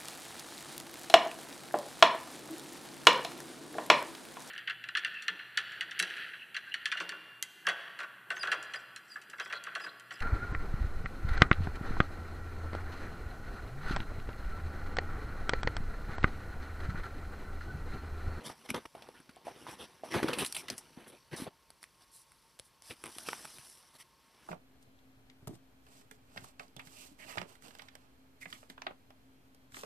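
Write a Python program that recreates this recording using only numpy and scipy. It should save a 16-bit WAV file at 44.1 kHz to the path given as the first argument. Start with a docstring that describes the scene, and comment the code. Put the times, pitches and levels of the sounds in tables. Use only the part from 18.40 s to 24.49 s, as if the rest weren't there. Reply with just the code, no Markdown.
"""A soft rub of cardboard comes first, over a quiet room with a faint fan; then the box is knocked about.
Hands turn a cardboard box with a clear plastic insert, tip out a paper leaflet and unfold it, close by.
Rubs are gritty noise through box panels, a scraping edge and surface hiss; knocks are struck resonances.
Folds, plastic snaps and paper ticks are clicks with a dying scatter; a camera's focus motor ticks under it."""
import sys
import numpy as np
from scipy import signal
from scipy.fft import next_fast_len
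from scipy.io import wavfile
from scipy.ndimage import uniform_filter1d

SR = 44100
rng = np.random.default_rng(int(sys.argv[2]) if len(sys.argv) > 2 else 0)


def natural_amplitude(level_db):
    """Convert a level in decibels to a linear amplitude factor, elementwise."""
    exponent = np.asarray(level_db, float) / 20
    return 10 ** exponent


def master(y):
    """Save y as 16-bit WAV."""
    cut = np.clip(np.atleast_2d(y).T, -1, 1)
    pcm = np.round(cut * 32767)  # scale
    wavfile.write(sys.argv[1], SR, pcm.astype(np.int16))


N = 268392  # length [samples]

# slow sliding contact, tilt from box rumble (-) to surface hiss (+): (time [s], pressure [dB], tilt [dB])
SLIDES = [(0, -64.5, -14.5), (0.17, -69, 0.5), (0.42, -64, -5.5), (0.5, -78.5, 6), (1.02, -73.5, -6.5),
          (1.2, -61, -2), (1.62, -71, -1.5), (1.845, -49, -8), (1.96, -50.5, -4.5), (2.11, -59.5, 4),
          (2.26, -62, -4), (2.54, -71, 0.5), (3.1, -81, 1.3), (3.951, -79.5, 8), (4.4, -82, 1),
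          (4.74, -59.5, 7), (5.0, -56.5, 3.5), (5.3, -66.5, 8), (5.75, -80.5, -0.5), (6.09, -68.5, 0)]
# strokes that swell and fade: (time [s], length [s], pressure [dB], tilt [dB], pitch of the dragged edge [Hz])
STROKES = [(0, 0.034, -70.5, -18.5, 800), (.036, 0.06, -49.5, 2.5, 3120), (.245, 0.026, -62.5, 1, 2980),
           (.286, 0.036, -49, 2.5, 2140), (.74, 0.089, -68.5, -7.5, 1370), (1.268, 0.092, -55.5, 0, 880),
           (1.382, 0.087, -55.5, -2, 2660), (1.705, 0.051, -47, -3.5, 1740), (1.737, 0.078, -50, -19, 1660),
           (1.979, 0.07, -44, -2, 2520), (2.91, 0.061, -53, -7, 1620), (2.955, 0.11, -49, 1, 3950),
           (3.057, .036, -62, -17.5, 820), (3.408, 0.054, -77, 12, 2040), (3.594, 0.057, -71, 3.5, 5150),
           (4.42, 0.13, -66, 11.5, 5180), (5.532, 0.046, -64.5, 4.5, 4630), (5.583, 0.049, -60, 6.5, 1990)]
# jerks that break loose at once and die away: (time [s], length [s], pressure [dB], tilt [dB], edge pitch [Hz])
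JERKS = [(.091, 0.043, -55, 0, 1310), (.34, 0.055, -48, -10, 883), (.454, 0.011, -50, -7.5, 980),
         (.541, 0.26, -68.5, -7, 820), (1.047, .079, -60, -3.5, 865), (1.639, 0.07, -58.5, -1.5, 840),
         (1.873, 0.071, -59.5, -18, 830), (1.93, 0.018, -58, -11, 2600), (2.168, 0.058, -52.5, 7, 2200),
         (2.303, 0.05, -53, -5, 4660), (2.563, 0.23, -68, -10, 4700), (2.718, 0.08, -70, 0, 2270),
         (4.497, 0.048, -58, -6, 2480), (4.638, 0.074, -63.5, -12, 2050), (4.859, 0.11, -57, 5, 2300)]
# light brushes of skin, hiss only: (time [s], length [s], level [dB])
BRUSHES = [(2.049, .038, -40), (2.363, 0.053, -57), (2.673, 0.044, -54.5), (3.712, 0.13, -55),
           (4.239, 0.05, -63.5), (5.23, 0.19, -63)]
# resonances of the cardboard panels: (frequency [Hz], width [Hz], level [dB])
PANELS = [(95, 13, -1), (161.6, 70, 7), (222, 20.4, 9.5), (261.7, 27, 9), (350.6, 130, 11.5),
          (480, 27.6, 10), (635, 71, -13), (920, 140, -37)]
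# spectrum shape of the scraping edge: (frequency [Hz], level [dB])
SCRAPE_COLOUR = [(290, -21.5), (500, 4), (943, 4.5), (1410, 2), (4170, -2), (6000, -0.5), (7800, -58.5)]
# spectrum shape of the fine surface grain: (frequency [Hz], level [dB])
HISS_COLOUR = [(2060, -33.5), (3500, -3.5), (5690, -1), (6560, -3), (9130, 3), (10400, 4.5), (14600, -14),
               (15200, -29), (15500, -27.5)]
# spectrum shape of the room air: (frequency [Hz], level [dB])
ROOM_COLOUR = [(15, -44), (25, -14), (53, 2), (101, -11.5), (582, -12), (703, -20), (919, -14),
               (1620, -16.5), (14300, -21.5), (15500, -28)]
# left-right likeness of the room air: (frequency [Hz], likeness [0-1])
ROOM_LIKENESS = [(60, 0.58), (400, 0.9), (1500, 1)]
# fuzzy tones of the fan: (frequency [Hz], width of each filter pass [Hz], rms level [dB])
FAN_TONES = [(141.4, 46, -84), (909, 29, -79.5), (1077, 82, -78.5)]
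# bumps on the cardboard, and low thumps of air pushed by the paper near 4.2, 4.5 and 5.19 s: (time [s], peak
# level [dB], pitch of the struck panel or thump [Hz], decay setting [s])
KNOCKS = [(0.0993, -37, 810, 0.26), (0.292, -39, 285, 0.32), (0.311, -32, 228, 0.24),
          (0.3431, -30, 510, 0.031), (0.4532, -40, 1020, 0.027), (0.5501, -37, 670, 0.19),
          (0.6213, -46, 616, 0.22), (0.6885, -42, 480.0, 0.036), (0.801, -50, 290, 0.059),
          (0.892, -48, 257, 0.094), (0.967, -45, 746, 0.17), (1.069, -33, 676, 0.15),
          (1.081, -30.5, 757, 0.17), (1.267, -32.5, 1030, 0.23), (1.6352, -31, 692, 0.18),
          (1.7453, -26, 920, 0.26), (1.76, -37, 265, 0.068), (1.828, -22, 380, 0.061),
          (1.843, -20, 326, 0.039), (1.893, -25, 500, 0.033), (1.966, -50, 382, 0.039),
          (1.993, -31, 434, 0.11), (2.2994, -38, 653, 0.32), (2.573, -41.5, 245, 0.03),
          (2.9359, -36, 346, 0.084), (2.999, -38.5, 302, 0.042), (3.0201, -30.5, 260, 0.12),
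          (3.0669, -34.5, 720, 0.044), (4.196, -48, 532, 0.083), (4.197, -59.5, 95, 0.021),
          (4.502, -51.5, 103, 0.072), (4.506, -42, 474, 0.092), (4.638, -44, 394, 0.026),
          (4.7639, -48, 338, 0.046), (4.8859, -38, 504, 0.11), (4.9303, -29, 920, 0.051),
          (5.0482, -43, 850, 0.053), (5.187, -57, 129, 0.061)]
# dull buckles of thick folds: (time [s], level [dB], pitch of the crease [Hz], decay setting [s])
FOLDS = [(.2915, -32.5, 2020, 0.012), (0.3449, -25, 1370, 0.017), (0.5513, -41, 1010, 0.048),
         (.622, -42.5, 2850, 0.04), (.6879, -43, 930, 0.017), (0.8926, -43.5, 1510, 0.048),
         (1.7394, -23.5, 1460, 0.23), (1.8298, -24.5, 1210, 0.038), (1.8849, -24, 1220, 0.05),
         (1.9321, -24, 2600, 0.071), (2.2831, -32, 2160, 0.049), (2.3008, -21, 4700, 0.024),
         (4.5083, -33.5, 2350, 0.07), (4.8865, -23.5, 1470, 0.023), (4.931, -25, 1290, .01)]
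# bright snaps of the plastic: (time [s], level [dB], pitch of the crease [Hz], decay setting [s])
SNAPS = [(0.3029, -21.5, 2060, 0.012), (.362, -38, 4000, 0.0093), (.801, -48, 1510, 0.035),
         (1.9858, -23, 2450, 0.2), (2.0476, -22.5, 2980, 0.022), (2.0624, -24, 4500, .014),
         (2.1247, -22, 5250, 0.018), (2.1473, -26, 3400, 0.078), (2.1652, -22.5, 2600, 0.032),
         (2.3796, -28.5, 6000, 0.041), (2.963, -36, 5500, 0.28)]
# dry ticks of the paper: (time [s], level [dB], pitch of the crease [Hz])
TICKS = [(.911, -50, 4000), (.961, -44, 3500), (3.3036, -37.5, 4850), (3.4294, -34.5, 4700),
         (3.4398, -34.5, 1890), (3.9193, -42.5, 2170), (4.1907, -35.5, 5170), (4.1968, -28, 4700),
         (4.4217, -35.5, 4650), (4.6391, -28, 1310), (4.6584, -28.5, 1300), (4.666, -30, 2000),
         (4.6771, -33.5, 1010), (4.7842, -24.5, 2940), (5.0496, -38.5, 5360), (5.053, -29, 1190),
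         (5.1846, -33.5, 3000)]
# runs of focus motor steps: (first step [s], end [s], level [dB], every second step, relative level [dB])
MOTOR_RUNS = [(.8143, 1.03, -66, -6), (2.4258, 3.09, -64, 0), (3.1052, 6.09, -69, -8)]
# resonances of the lens barrel: (frequency [Hz], width of each filter pass [Hz], level [dB])
LENS_BARREL = [(4480, 200, -4), (3040, 280, -16)]
# stereo lean of the near sources: (frequency [Hz], left minus right [dB])
LEAN = [(60, 7), (150, 3), (300, 0), (600, -2), (2500, 0)]
# the part that reaches the two microphone ports with opposite sign: (frequency [Hz], gain [dB])
UNLIKE_GAIN = [(100, -41.5), (500, -17.5), (2000, -17.5), (4600, -24.5), (6200, -10), (9600, -10.5),
               (10800, -24), (15000, -19)]
# dip of the microphone housing and its top edge: (frequency [Hz], gain [dB])
MIC_RESPONSE = [(5700, 1), (6700, -5), (8000, -2), (14600, -1.5), (15600, -12.5)]


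def evened(x):
    """Scales to rms 1."""
    return x / np.sqrt(np.mean(x ** 2) + 1e-20)


def read(points, hz):
    """Reads a table on a log-frequency axis."""
    f, value = np.transpose(points)
    return np.interp(np.log(hz + 1), np.log(f + 1), value)


def coloured(x, points):
    """Minimum-phase filter with the given spectrum in dB, so nothing sounds ahead of its cause."""
    db = np.maximum(read(points, abs(np.fft.fftfreq(4096, 1 / SR))), -100)
    # the Hilbert transform of the log gain gives the matching phase
    log_response = np.conj(signal.hilbert(np.log(natural_amplitude(db))))
    taps = np.fft.ifft(np.exp(log_response)).real[:2048]
    return signal.oaconvolve(x, taps)[:len(x)]


def resonate(x, hz, width):
    """Two-pole resonance of peak gain 1."""
    return signal.lfilter(*signal.iirpeak(hz, hz / width, SR), x)


def resonate_twice(x, hz, width):
    """Two equal resonances in a row, for steeper skirts."""
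    return resonate(resonate(x, hz, width), hz, width)


def add(mix, s, sound):
    """Mixes a sound in at time s."""
    part = mix[round(s * SR):][:len(sound)]
    part += sound[:len(part)]


def noise_tail(x, size, t60, gap_s=-1):
    """Smears x with decaying noise of unit energy that starts after the gap."""
    t = np.arange(size) / SR
    taps = rng.standard_normal(size) * natural_amplitude(-60 * t / t60) * (t > gap_s)
    return signal.oaconvolve(x, taps / np.linalg.norm(taps))[:N]


def panels(x, near_hz=300, octaves=9):
    """The cardboard panels ring, favouring those tuned near the place of contact."""
    out = 0
    for hz, width, db in PANELS:
        distance = np.log2(hz / near_hz) / octaves
        out = out + natural_amplitude(db - 14.5 * distance ** 2) * resonate(x, hz, width)
    return out


def grit(size, per_s, spread_db, smooth):
    """Stick-slip noise: sparse slips of uneven size over a share of smooth noise."""
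    sizes = natural_amplitude(spread_db * np.minimum(rng.exponential(1, size), 4))
    slips = (rng.random(size) < per_s / SR) * sizes
    bursts = evened(signal.lfilter([1], [1, -.96], slips))
    return rng.standard_normal(size) * (smooth + bursts)


def shifting(x, depth_db):
    """The touched spot moves, so patches of the spectrum swell and fade."""
    z = signal.stft(x, nperseg=512, noverlap=384)[2]
    patches = uniform_filter1d(rng.standard_normal(z.shape), 5, 0)  # across frequency
    patches = uniform_filter1d(patches, 12, 1)  # across time
    return signal.istft(z * natural_amplitude(depth_db * evened(patches)), nperseg=512, noverlap=384)[1][:len(x)]


def lumps(per_s, depth_db):
    """Pressure under the fingers wanders quickly."""
    steps = rng.standard_normal(int(N / SR * per_s) + 2)
    return natural_amplitude(depth_db * np.interp(np.arange(N) * per_s / SR, np.arange(len(steps)), steps))


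def swell(start, length, top):
    """Samples and curved rise and fall of a stroke, with its top at the given place (0-1)."""
    span = slice(round(start * SR), round((start + length) * SR))
    u = np.linspace(0, 1, span.stop - span.start)
    rise = np.minimum(u / top, 1) ** 0.72
    fall = (1 - np.maximum(u - top, 0) / (1 - top)) ** 0.83
    return span, rise * fall


def rubbing():
    """Stick-slip grit drives the box walls, the scraping edge and the fine surface grain."""
    contact = shifting(grit(N, 1200, 2.5, 1.5), 2.3)
    walls = evened(panels(contact) * lumps(60, 2))
    edge = evened(coloured(contact, SCRAPE_COLOUR) * lumps(70, 1.2))
    grain = evened(coloured(contact, HISS_COLOUR))
    skin = evened(resonate(grain, 9800, 7400))

    s, *columns = np.transpose(SLIDES)
    db, tilt_db = (np.interp(np.arange(N) / SR, s, c) for c in columns)
    scrape_db = -64 + 0.82 * (db + 63.5)  # the scrape follows the pressure less than fully
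    out = natural_amplitude(db - tilt_db) * walls + natural_amplitude(db + tilt_db) * grain
    out += natural_amplitude(scrape_db) * edge

    for rows, top in ((STROKES, 0.51), (JERKS, 0.099)):
        for start, length, db, tilt_db, hz in rows:
            span, shape = swell(start, length, top)
            singing = evened(resonate_twice(contact[span], hz, 0.31 * hz))  # the dragged edge sings
            scrape = 0.6 * edge[span] + 0.65 * singing
            layers = natural_amplitude(-tilt_db) * walls[span] + natural_amplitude(tilt_db) * grain[span]
            layers += natural_amplitude(3.5) * scrape
            add(out, start, natural_amplitude(db) * shape * layers)

    for start, length, db in BRUSHES:
        span, shape = swell(start, length, 0.35)
        add(out, start, natural_amplitude(db) * shape * skin[span])
    return out


def room():
    """Steady stereo air noise with faint patches, and the fuzzy tones of a fan."""
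    frames, hz = N // 256 + 5, np.fft.rfftfreq(1024, 1 / SR)
    a, b, c, d, patches = rng.standard_normal((frames, 513, 5)).T
    patches = evened(uniform_filter1d(uniform_filter1d(patches, 12, 0), 14, 1))
    same = np.clip(read(ROOM_LIKENESS, hz), -1, 1)[:, None]
    left = a + 1j * b
    right = same * left + np.sqrt(1 - same ** 2) * (c + 1j * d)
    z = np.array([left, right]) * natural_amplitude(read(ROOM_COLOUR, hz)[:, None] + 0.51 * patches)
    air = natural_amplitude(-70) * evened(signal.istft(z, nperseg=1024, noverlap=768)[1][:, :N])
    blades = rng.standard_normal(N)
    fan = sum(natural_amplitude(db) * evened(resonate_twice(blades, f, w)) for f, w, db in FAN_TONES)
    return air + fan


def knocks():
    """A blow with a rough follow-through sets the nearest panels ringing."""
    out, t = np.zeros(N), np.arange(6000) / SR
    for s, db, hz, t60 in KNOCKS:
        decay = np.clip(t60, .01, .2)
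        blow = np.exp(-(4 * hz * t - 1.5) ** 2)
        push = blow + .4 * rng.standard_normal(len(t)) * natural_amplitude(-60 * t / decay)
        ring = resonate(panels(push, hz, 0.99), hz, 5.4 * hz)
        ring += 16 * resonate(push, hz, hz / 5)  # the struck panel itself
        ring *= natural_amplitude(-30 * t / decay)  # damped further
        add(out, s, natural_amplitude(db) * ring / abs(ring).max())
    return out


def echo(x):
    """A short soft tail from table and walls."""
    return natural_amplitude(-17) * noise_tail(x, 9000, t60=0.24, gap_s=.003)


def snaps():
    """A crease buckles: one sharp click, then a dying scatter that rings the crease and the treble."""
    # per kind: treble at 2 kHz [dB], broad share, strength of the click
    fold, snap, tick = (-16.5, 0.13, 3), (-3.5, 0.28, 1.03), (-4.5, 0.98, 4.1)
    rows = [(*row, fold) for row in FOLDS] + [(*row, snap) for row in SNAPS]
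    rows += [(*row, 0.01, tick) for row in TICKS]  # all ticks share one decay [s]
    out, t = np.zeros(N), np.arange(5000) / SR
    for s, db, hz, t60, (treble_db, broad, click) in rows:
        scatter = rng.standard_normal(len(t)) * natural_amplitude(-60 * t / np.clip(t60, .003, .2))
        burst = scatter * np.minimum(t / 0.00013, 1)
        burst[round(.0004 * SR)] += click
        crease = resonate(burst, hz, .4 * hz) + broad * resonate(burst, 1600, 4000)
        bright = coloured(resonate(burst, 8900, 4900), HISS_COLOUR)
        # higher creases are brighter, by 0.5 dB per octave
        share = np.clip(natural_amplitude(treble_db + 0.5 * np.log2(hz / 2000)), 0, .9)
        sound = np.sqrt(1 - share ** 2) * crease / abs(crease).max()
        sound += share * bright / abs(bright).max()
        add(out, s, natural_amplitude(db) * sound)
    return out


def focus_motor():
    """The motor steps 50 times a second; each step rings the lens barrel for a few milliseconds."""
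    clicks = np.zeros(N)
    for first, end, db, second_db in MOTOR_RUNS:
        at = np.arange(first, end, 1 / 50)
        uneven_db = second_db * (np.arange(len(at)) % 2) + 2 * rng.standard_normal(len(at))
        clicks[(at * SR).astype(int)] = natural_amplitude(db + uneven_db)
    # SR / (2 * width) makes up for the little energy a single click puts into a narrow band
    return sum(natural_amplitude(db) * SR / (2 * width) * resonate_twice(clicks, hz, width)
               for hz, width, db in LENS_BARREL)


def ports(near, far):
    """Two microphone ports lean by frequency; a phase step and reflections reach them with opposite sign."""
    both = near + far.mean(0)
    scatter = noise_tail(both, 2600, t60=.05)
    turned = signal.hilbert(both, next_fast_len(N)).imag[:N]  # quarter-cycle phase step
    unlike = coloured(.6 * turned + .8 * scatter, UNLIKE_GAIN)
    left, right = (coloured(near, [(hz, side * db / 2) for hz, db in LEAN]) for side in (1, -1))
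    return far + np.array([left + unlike, right - unlike])


def scene():
    """Handling close by, over the room and the focus motor."""
    hits = knocks() + snaps()
    return ports(rubbing() + hits + echo(hits), room() + focus_motor())


def top_cut(x):
    """Nothing passes above the cut-off."""
    return signal.sosfilt(signal.butter(12, 16340, fs=SR, output="sos"), x)


def record(dry):
    """The microphone dips in the low treble and loses the deepest bass and the top."""
    band = signal.butter(2, [40, 14500], "band", fs=SR, output="sos")
    heard = np.array([coloured(x, MIC_RESPONSE) for x in signal.sosfilt(band, dry)])
    return top_cut(heard)


dry = scene()
out = record(dry)
master(out)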